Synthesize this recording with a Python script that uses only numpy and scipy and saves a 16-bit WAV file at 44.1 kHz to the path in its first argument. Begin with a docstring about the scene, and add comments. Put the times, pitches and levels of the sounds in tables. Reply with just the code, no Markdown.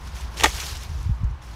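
"""Long-handled loppers bite through a dry branch: a few fibres give, then the wood snaps in a volley.
Each fracture tears fibres, knocks the wood and rings branch and blades; ground and yard fence scatter it.
The branch sinks into a heap of dry leaves, which rustle, flick and settle.
Air rumbles and twice thumps on the microphone, over a faint wash of distant traffic."""
import sys
import numpy as np
from scipy import signal
from scipy.fft import rfft, irfft
from scipy.io import wavfile
from scipy.ndimage import uniform_filter1d

SR = 44100
rng = np.random.default_rng(int(sys.argv[2]) if len(sys.argv) > 2 else 0)


def transcribe(signal):
    """Save signal, clipped to [-1, 1], as a 16-bit WAV file at the path in sys.argv[1]."""
    frames = np.atleast_2d(signal).T
    limited = np.clip(frames, -1, 1)
    pcm = np.round(limited * 32767).astype(np.int16)
    wavfile.write(sys.argv[1], SR, pcm)


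N = 68355

# Distant traffic. Each row: frequency in Hz, relative density in dB.
TRAFFIC_SPECTRUM = [(60, 6.5), (140, 11), (250, -1), (420, -3), (620, -5), (850, 1.5), (1030, 3.5),
                    (1300, -2), (2000, -8), (3500, -16), (7000, -28), (15000, -48)]
# Level of the background wash, dipping slightly after the snap. Each row: time in seconds, level in dB.
WASH_LEVEL = [(0, -44), (.33, -42.5), (1.05, -46), (1.55, -46)]
# Air on the microphone. Each row: frequency in Hz, relative density in dB.
RUMBLE_SPECTRUM = [(20, -42), (32, -8.5), (48, -4.5), (62, 5.5), (80, -6.5), (110, -17), (145, -16),
                   (200, -37), (320, -37), (700, -80)]
# Rumble loudness. Each row: time in seconds, level in dB.
RUMBLE_LEVEL = [(0, -37), (.08, -34.5), (.115, -41), (.15, -26.5), (.2, -48.5), (.228, -27.5), (.28, -31.5),
                (.32, -37), (.38, -39), (.42, -28), (.48, -24.5), (.512, -39.5), (.548, -27), (.65, -39.5),
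                (.735, -30), (.865, -37), (.895, -26), (1.05, -28.5), (1.17, -36), (1.22, -26.5),
                (1.3, -24.5), (1.4, -44.5), (1.5, -36.5), (1.55, -36.5)]
# Air buffets. Each row: start in seconds, level in dB, pitch in Hz, decay in seconds.
BUFFETS = [(1.058, -17.5, 90.3, 0.029), (1.093, -7.5, 126, 0.0061), (1.108, -9.5, 60.7, 0.016),
           (1.233, -7, 103.5, 0.0073), (1.237, -8.5, 58, 0.01)]
# Stirring of the leaves. Each row: time in seconds, level in dB.
STIR_LEVEL = [(0, -53.5), (.078, -46), (.11, -51), (.14, -48.5), (.157, -41), (.235, -45.5), (.296, -53),
              (.364, -46), (.374, -37), (.398, -33), (.412, -33.5), (.424, -38), (.46, -30.5), (.495, -33),
              (.517, -37.5), (.548, -34.5), (.61, -33.5), (.665, -33), (.738, -39), (.798, -44),
              (.842, -42), (.865, -48), (.93, -49), (1.02, -48.5), (1.12, -55.5), (1.25, -60.5),
              (1.41, -64.5), (1.422, -50), (1.55, -51.5)]
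# Gentle rustle. Each row: frequency in Hz, relative gain in dB.
GENTLE_SPECTRUM = [(120, -2), (350, 1), (700, 0), (1600, -2.5), (3100, -2), (4000, -1.5), (5800, -1.5),
                   (7500, -11), (11500, -14), (15600, -20.5), (16100, -50)]
# Brisk rustle. Each row: frequency in Hz, relative gain in dB.
BRISK_SPECTRUM = [(120, -21), (350, -4), (700, -4.5), (1600, -2), (3100, 0), (4000, -1.5), (6200, -1),
                  (8800, -9.5), (11500, -10), (15600, -19), (16100, -58)]
# Flicking twigs and leaves. Each row: start in seconds, level in dB, decay in seconds, centre in Hz.
TWIG_FLICKS = [(.074, -45, 0.0045, 5000), (0.209, -39, 0.004, 9000), (0.547, -36, 0.0032, 4000),
               (0.5998, -27, 0.0084, 3940), (.665, -30, .002, 4000), (.769, -34.5, 0.0036, 7000),
               (0.807, -44, .003, 3500), (.8335, -35, 0.0028, 10000), (0.892, -50, .002, 5000),
               (1.029, -42.5, 0.0023, 8500), (1.242, -47.5, 0.0024, 5000), (1.31, -55, 0.0033, 8000),
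               (1.42, -52, 0.0036, 2800)]
# Scatter off ground and fence. Each row: frequency in Hz, T60 in seconds.
YARD_T60 = [(200, 0.1), (800, 0.075), (2500, 0.093), (7000, 0.21), (16000, 0.21)]
# Tearing fibres. Each row: frequency in Hz, relative gain in dB.
TEAR_SPECTRUM = [(200, -8.5), (1200, -5.5), (3300, 0.5), (5000, -3), (6700, 2.5), (9000, -8), (13000, -11),
                 (16500, -21)]
# Modes of branch and blades. Each row: frequency in Hz, relative level in dB, T60 in seconds.
BRANCH_MODES = [(345, -17.5, 0.032), (468, -3.5, 0.04), (813, -4, 0.042), (857, -4, 0.045),
                (1217, -4.5, 0.062), (1363, -8.5, 0.043), (1622, -5, .033), (1821, -2.5, 0.044),
                (1884, -11.5, 0.054), (2050, -17, 0.066), (2210, -9.5, 0.075), (2970, -8, 0.06),
                (3370, -9.5, 0.048), (6820, -18, 0.064)]
# Wood fractures. Each row: start in seconds, tear level in dB, tear decay in seconds,
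# tear low-pass corner in Hz, knock level in dB, knock pitch in Hz, ring level in dB.
FRACTURES = [(0.3995, -30, 0.005, 2500.0, -11.5, 2800, -36), (0.4081, -23, 0.0047, 2200.0, -10, 2720, -28),
             (0.4229, -28.5, 0.014, 900.0, -33, 1880.0, -31.5),
             (0.4346, -25, 0.0015, 1200.0, -13, 1130, -29.5),
             (0.4364, -9, 0.0027, 14000.0, -12, 3530, -28.5), (0.44022, -15, 0.0017, 1500.0, -10, 388, -32),
             (0.4417, -8, 0.00096, 14000.0, -10.5, 854, -12.5),
             (0.444, -19, 0.0037, 4000.0, 1.5, 3370.0, -23),
             (0.4449, -17, 0.0031, 3000.0, -4.5, 1298, -18.5),
             (0.44745, -24, 0.0035, 7000.0, -15, 880, -22.5), (0.4503, -27, 0.003, 1200.0, -22, 307, -27),
             (0.45708, -17.5, 0.003, 2500.0, -10, 2290, -23.5),
             (0.4586, -21, 0.0048, 4000.0, -4, 1935, -19.5), (0.4632, -26, 0.0034, 900.0, -15, 580, -45),
             (0.46618, -44, 0.0027, 900.0, -17.5, 745, -33)]

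GRAINS_PER_S, GRAIN_SPREAD_DB = 7000, 3


def amp(db):
    """Decibels to gain."""
    return 10 ** (np.asarray(db) / 20)


def unit(x):
    """Scales to rms 1."""
    return x / np.sqrt(np.mean(x ** 2) + 1e-20)


def at_hz(points, hz):
    """Interpolates a table over log frequency."""
    table_hz, value = np.transpose(points)
    return np.interp(np.log(hz + 1), np.log(table_hz + 1), value)


def curve(points):
    """Interpolates a time table at every sample."""
    return np.interp(np.arange(N) / SR, *np.transpose(points))


def add(mix, start_s, sound):
    """Mixes a sound in at start_s."""
    part = mix[max(round(start_s * SR), 0):][:len(sound)]
    part += sound[:len(part)]


def high_pass(x, hz, order=2):
    """Butterworth high-pass."""
    return signal.sosfilt(signal.butter(order, hz, "highpass", fs=SR, output="sos"), x)


def colour(x, spectrum, size=2048):
    """Minimum-phase filter of unit energy."""
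    log_gain = np.log(amp(at_hz(spectrum, abs(np.fft.fftfreq(size, 1 / SR)))))
    response = np.exp(np.conj(signal.hilbert(log_gain)))
    taps = np.fft.ifft(response).real[:size // 2]
    return signal.fftconvolve(x, taps / np.linalg.norm(taps))[:len(x)]


def noise(spectrum):
    """Steady coloured noise, rms 1."""
    gain = amp(at_hz(spectrum, np.fft.rfftfreq(N, 1 / SR)))
    return unit(irfft(rfft(rng.standard_normal(N)) * gain, N))


def clicks(count, per_s, spread_db):
    """Random clicks; a spread above 0 dB makes a few stand out."""
    size = amp(spread_db * np.minimum(rng.exponential(1, count), 5))
    return unit(size * rng.choice([-1, 1], count) * (rng.random(count) < per_s / SR))


def burst(x, decay_s):
    """Exponential fade, with the energy of a burst starting at rms 1."""
    fade = np.exp(-np.arange(len(x)) / SR / decay_s)
    return unit(x * fade) * np.sqrt(np.mean(fade ** 2))


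def damped_sine(t, hz, rise_s, decay_s):
    """Sine with exponential rise and decay."""
    return np.sin(2 * np.pi * hz * t) * (1 - np.exp(-t / rise_s)) * np.exp(-t / decay_s)


def flicker(x, depth_db, size=256):
    """Random gain in small time-frequency patches."""
    frames = signal.stft(x, nperseg=size)[2]
    patches = uniform_filter1d(rng.standard_normal(frames.shape), size=5, axis=0)
    patches = uniform_filter1d(patches, size=4, axis=1)
    return signal.istft(frames * amp(depth_db * unit(patches)), nperseg=size)[1][:len(x)]


def traffic():
    """Distant traffic blends into a faint wash."""
    return amp(curve(WASH_LEVEL)) * noise(TRAFFIC_SPECTRUM)


def air(evenness=0.6, rise_s=0.0016, buffet_top_hz=242):
    """Air on the microphone: low rumble and heavier, rounded buffets."""
    rumble = noise(RUMBLE_SPECTRUM)
    swell = np.sqrt(uniform_filter1d(rumble ** 2, size=2200) + 1e-9)
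    rumble = amp(curve(RUMBLE_LEVEL)) * unit(rumble / swell ** evenness)
    buffets, t = np.zeros(N), np.arange(9000) / SR
    for start_s, db, hz, decay_s in BUFFETS:
        add(buffets, start_s, amp(db) * damped_sine(t, hz, rise_s, decay_s))
    buffets = signal.sosfiltfilt(signal.butter(2, buffet_top_hz, fs=SR, output="sos"), buffets)
    return high_pass(rumble + buffets, hz=27)


def leaves(rub_share=0.42, gentle_db=-55, brisk_db=-34):
    """Dry leaves tick and rub together, brighter the harder they are stirred."""
    ticks = np.sqrt(1 - rub_share) * clicks(N, GRAINS_PER_S, GRAIN_SPREAD_DB)
    rub = np.sqrt(rub_share) * rng.standard_normal(N)
    grains = unit(flicker(ticks + rub, depth_db=2.22))
    level_db = curve(STIR_LEVEL)
    briskness = np.clip((level_db - gentle_db) / (brisk_db - gentle_db), 0, 1)
    brisk, gentle = colour(grains, BRISK_SPECTRUM), colour(grains, GENTLE_SPECTRUM)
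    return amp(level_db) * (briskness * brisk + (1 - briskness) * gentle)


def twigs(half_width_oct=1.56):
    """Single twigs and leaves slip free with a short crackle."""
    out, hz = np.zeros(N), np.geomspace(100, SR / 2, num=24)
    for start_s, db, decay_s, centre_hz in TWIG_FLICKS:
        band_db = np.maximum(-6 * (np.log2(hz / centre_hz) / half_width_oct) ** 2, -50)
        crackle = colour(clicks(2048, GRAINS_PER_S, GRAIN_SPREAD_DB), BRISK_SPECTRUM)
        crackle = colour(crackle, np.column_stack([hz, band_db]))
        add(out, start_s, amp(db) * burst(crackle, decay_s))
    return out


def yard(direct, scatter_db=-17, delay_s=0.005, size=128):
    """Direct sound plus short scatter off ground and fence."""
    hz, t, frames = signal.stft(rng.standard_normal(12000), SR, nperseg=size)
    fade = amp(-60 * t / at_hz(YARD_T60, hz)[:, None])
    tail = signal.istft(frames * fade, SR, nperseg=size)[1]
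    scatter = np.zeros(N)
    add(scatter, delay_s, signal.fftconvolve(direct, tail / np.linalg.norm(tail)))
    return direct + amp(scatter_db) * scatter


def fibre_tear(count, decay_s, corner_hz, first_fibre_db=-15):
    """One fibre parts sharply, then the bundle behind it tears."""
    bundle = burst(clicks(count, per_s=9000, spread_db=0), decay_s)
    strength = np.linalg.norm(bundle)
    bundle[0] -= amp(first_fibre_db) * strength
    pole = np.exp(-2 * np.pi * corner_hz / SR)
    tear = signal.lfilter([1], [1, -pole], colour(bundle, TEAR_SPECTRUM))
    return strength * tear / np.linalg.norm(tear)


def branch(rise_s=0.00013, knock_decay_cycles=2.13):
    """Each fracture tears fibres, knocks the wood and rings branch and blades."""
    out, t = np.zeros(N), np.arange(6000) / SR
    ring = sum(amp(db) * damped_sine(t, hz, rise_s, t60_s / np.log(1000))
               for hz, db, t60_s in BRANCH_MODES)
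    for start_s, tear_db, tear_decay_s, corner_hz, knock_db, knock_hz, ring_db in FRACTURES:
        tear = fibre_tear(len(t), tear_decay_s, corner_hz)
        knock = damped_sine(t, knock_hz, rise_s, knock_decay_cycles / knock_hz)
        add(out, start_s, amp(tear_db) * tear + amp(knock_db) * knock + amp(ring_db) * ring)
    return high_pass(out, hz=260, order=5)


def scene():
    """Mono mix: branch and twigs in the yard, leaves, traffic, air."""
    return (yard(branch() + twigs()) + leaves() + traffic() + air())[None]


def record(dry):
    """Soft peak limit, then low-pass."""
    ceiling, cutoff_hz = 1.1, 16600
    limited = dry / (1 + (dry / ceiling) ** 6) ** (1 / 6)
    taps = signal.firwin(401, cutoff_hz, window=("kaiser", 9), fs=SR)
    return signal.oaconvolve(limited, taps[None], "same")


dry = scene()
out = record(dry)
transcribe(out)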